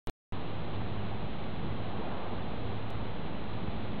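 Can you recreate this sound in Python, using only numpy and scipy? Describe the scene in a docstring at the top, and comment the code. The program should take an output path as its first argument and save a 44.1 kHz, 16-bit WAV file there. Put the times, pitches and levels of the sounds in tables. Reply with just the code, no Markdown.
"""A click and a scrap of sound, a short silence, then another click opens on a quiet back yard.
A distant motor hums in harmonics over the outdoor rumble; a soft rush swells once, and a tick follows.
The cheap camera it is heard through adds hiss and thin whistles and quantises coarsely at a low rate.
Its signal rides on a constant offset, so each switch on or off is a step, heard as a click."""
import sys
import numpy as np
from scipy import signal
from scipy.fft import rfft, irfft, next_fast_len
from scipy.io import wavfile
from scipy.ndimage import map_coordinates

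SR = 44100
rng = np.random.default_rng(int(sys.argv[2]) if len(sys.argv) > 2 else 0)


def int16_out(signal):
    """Quantize to a 16-bit WAV file."""
    q = np.round(np.clip(np.atleast_2d(signal).T, -1, 1) * 32767)
    wavfile.write(sys.argv[1], SR, q.astype(np.int16))


N = 176400

# spans with the signal on (start t/s, end t/s, rise time/s, offset/full scale, gain/dB)
ON_SPANS = [(0.0724, .098, 0.000017, 0.031, 1), (0.3232, 4.1, 0.00029, 0.026, -0.5)]
# spectral densities of the outdoor rumble and the softer rush (f/Hz, relative level/dB)
RUMBLE_SPECTRUM = [(20, -14), (35, -7), (55, 0), (72, -3.5), (95, 0), (130, -2.5), (165, -2), (240, -5),
                   (330, -7), (520, -13), (900, -24), (1600, -39.5)]
RUSH_SPECTRUM = [(150, -12), (300, -3.5), (430, -0.5), (540, -2), (740, 1), (880, -0.5), (980, -4),
                 (1150, -4.5), (1400, -9), (1800, -14.5), (3000, -20), (4000, -29.5)]
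# envelopes of the motor's hum (t/s, level of the main partial/dB, level of its octave/dB)
HUM_ENVELOPES = [(.35, -50.5, -57.5), (0.701, -42.5, -54.5), (1.05, -42.5, -44.5), (1.351, -51, -45),
                 (1.8, -46.5, -48), (2.251, -56, -54.5), (2.549, -44.5, -51.5), (3.05, -41, -54.5),
                 (3.27, -52, -53.5), (3.55, -46.5, -52), (3.95, -47, -43.5)]
# weaker partials of the motor (f/main partial's frequency, level/dB)
WEAK_PARTIALS = [(.5, -55), (1.5, -54), (1.75, -55), (2.5, -59)]
# spectral density of the microphone hiss (f/Hz, relative level/dB)
HISS_SPECTRUM = [(100, 0), (1500, 0), (3000, 3), (4000, -2)]
# response of the reconstruction low-pass filter (f/Hz, gain/dB)
RECONSTRUCTION = [(2800, 0), (3300, 0.5), (3700, -0.5), (4000, -3), (4350, -11.5), (4650, -20),
                  (4900, -30.5), (5200, -50), (5600, -100)]
# tones of the electronics (f/Hz, level/dB)
WHISTLE_TONES = [(2000, -70.5), (2666.6, -72.5), (3250.4, -75), (4000, -68.5)]
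# glitches in the signal (t/s, jump/full scale)
GLITCHES = [(0.3236, .008), (2.9047, .018)]
# spectral density of the swell (f/Hz, relative level/dB)
SWELL_SPECTRUM = [(120, -14), (250, 0), (700, -0.5), (1100, -4), (1500, -14), (2500, -21.5), (4000, -32.5)]


def amp(db):
    """Amplitude ratio of a level: tenfold for every 20 dB."""
    return 10 ** (np.asarray(db) / 20)


def seconds():
    """Uniform sampling: the time of each sample."""
    return np.arange(N) / SR


def colour(points):
    """Frequency response, interpolated from (f/Hz, level/dB) points on a logarithmic frequency axis."""
    f, db = np.transpose(points)
    return lambda hz: amp(np.interp(np.log(hz + 1), np.log(f + 1), db))


def filtered(x, response):
    """Linear filtering: the spectrum of x, its ends mirrored, is multiplied by a frequency response."""
    pad = SR // 4
    size = next_fast_len(N + 2 * pad)
    spectrum = rfft(np.pad(x, pad, mode="reflect"), size)
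    return irfft(spectrum * response(np.fft.rfftfreq(size, 1 / SR)), size)[pad:pad + N]


def noise(spectrum):
    """Spectral shaping: white noise is filtered, then scaled to rms 1."""
    x = filtered(rng.standard_normal(N), colour(spectrum))
    return x / np.sqrt(np.mean(x ** 2) + 1e-20)


def wobble(rate):
    """Slow random modulation: a spline through Gaussian values, rate of them a second."""
    return map_coordinates(rng.standard_normal(int(N * rate / SR) + 4), [seconds() * rate])


def switching(sound):
    """Step transients: gating a signal that rides on an offset makes a broadband click at each edge."""
    t = seconds()
    return sum((amp(db) * sound + offset) * np.clip((t - start) / rise, 0, 1) * (t < end)
               for start, end, rise, offset, db in ON_SPANS)


def outdoors(rumble_db=-40.5, rush_db=-45):
    """Amplitude-modulated noise: a low rumble and a softer rush waver slightly, like far traffic."""
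    rumble = noise(RUMBLE_SPECTRUM) * amp(rumble_db + 1.08 * wobble(rate=8))
    rush = noise(RUSH_SPECTRUM) * amp(rush_db + 0.18 * wobble(rate=10))
    return rumble + rush


def motor(hum_hz=106.04, wander_hz=0.9, waver_db=1.5):
    """Superposition: a far motor's partials share one drifting pitch; the main two wax and wane."""
    t = seconds()
    phase = 2 * np.pi * np.cumsum(hum_hz + wander_hz * wobble(rate=6)) / SR
    times, main_db, octave_db = np.transpose(HUM_ENVELOPES)
    harmonics = [(1, np.interp(t, times, main_db)), (2, np.interp(t, times, octave_db))]
    hum = np.zeros(N)
    for multiple, db in harmonics + WEAK_PARTIALS:
        peak = np.sqrt(2) * amp(db + waver_db * wobble(rate=7))
        hum += peak * np.sin(multiple * phase + rng.uniform(0, 2 * np.pi))
    return hum


def microphone_hiss(level_db=-52):
    """Self-noise: the microphone adds a steady broadband hiss."""
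    return amp(level_db) * noise(HISS_SPECTRUM)


def coarse_storage(x, rate_hz=8000, step=1 / 128):
    """Quantisation: rounding adds noise, and spectral images of the slow sampling leak past the filter."""
    slow = signal.resample(x, N * rate_hz // SR)
    spectrum = np.fft.fft(step * np.round(slow / step))
    # a sampled signal's spectrum repeats at every multiple of its sampling rate
    repeated = spectrum[np.arange(N // 2 + 1) % len(slow)]
    imaged = irfft(repeated, N) * SR / rate_hz
    return filtered(imaged, colour(RECONSTRUCTION))


def whistles():
    """Pure tones: steady sinusoids from the camera's electronics sound as thin whistles."""
    return sum(np.sqrt(2) * amp(db) * np.sin(2 * np.pi * hz * seconds()) for hz, db in WHISTLE_TONES)


def ticks(decay_s=0.001):
    """Exponential relaxation: at each glitch the signal jumps and quickly settles."""
    t = seconds()
    return sum(jump * (t >= start) * np.exp(-np.abs(t - start) / decay_s) for start, jump in GLITCHES)


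def swell(peak_s=2.12, rise_s=0.24, fall_s=0.36, peak_db=-41.5):
    """Noise under an asymmetric Gaussian envelope: a soft whoosh passes, rising faster than it falls."""
    t = seconds() - peak_s
    envelope = np.exp(-(t / np.where(t < 0, rise_s, fall_s)) ** 2)
    return amp(peak_db) * envelope * noise(SWELL_SPECTRUM)


def scene():
    """Superposition: the sound pressures in the yard add in one channel."""
    return (outdoors() + swell() + motor())[None]


def record(dry, floor_db=-89.5, cutoff_hz=15800):
    """A signal chain: sound and hiss are quantised, joined by whistles, gated and band-limited."""
    stored = coarse_storage(dry[0] + microphone_hiss())
    playback_hiss = amp(floor_db) * rng.standard_normal(N)
    gated = switching(stored + whistles() + playback_hiss)
    return filtered(gated + ticks(), lambda hz: hz < cutoff_hz)[None]


dry = scene()
out = record(dry)
int16_out(out)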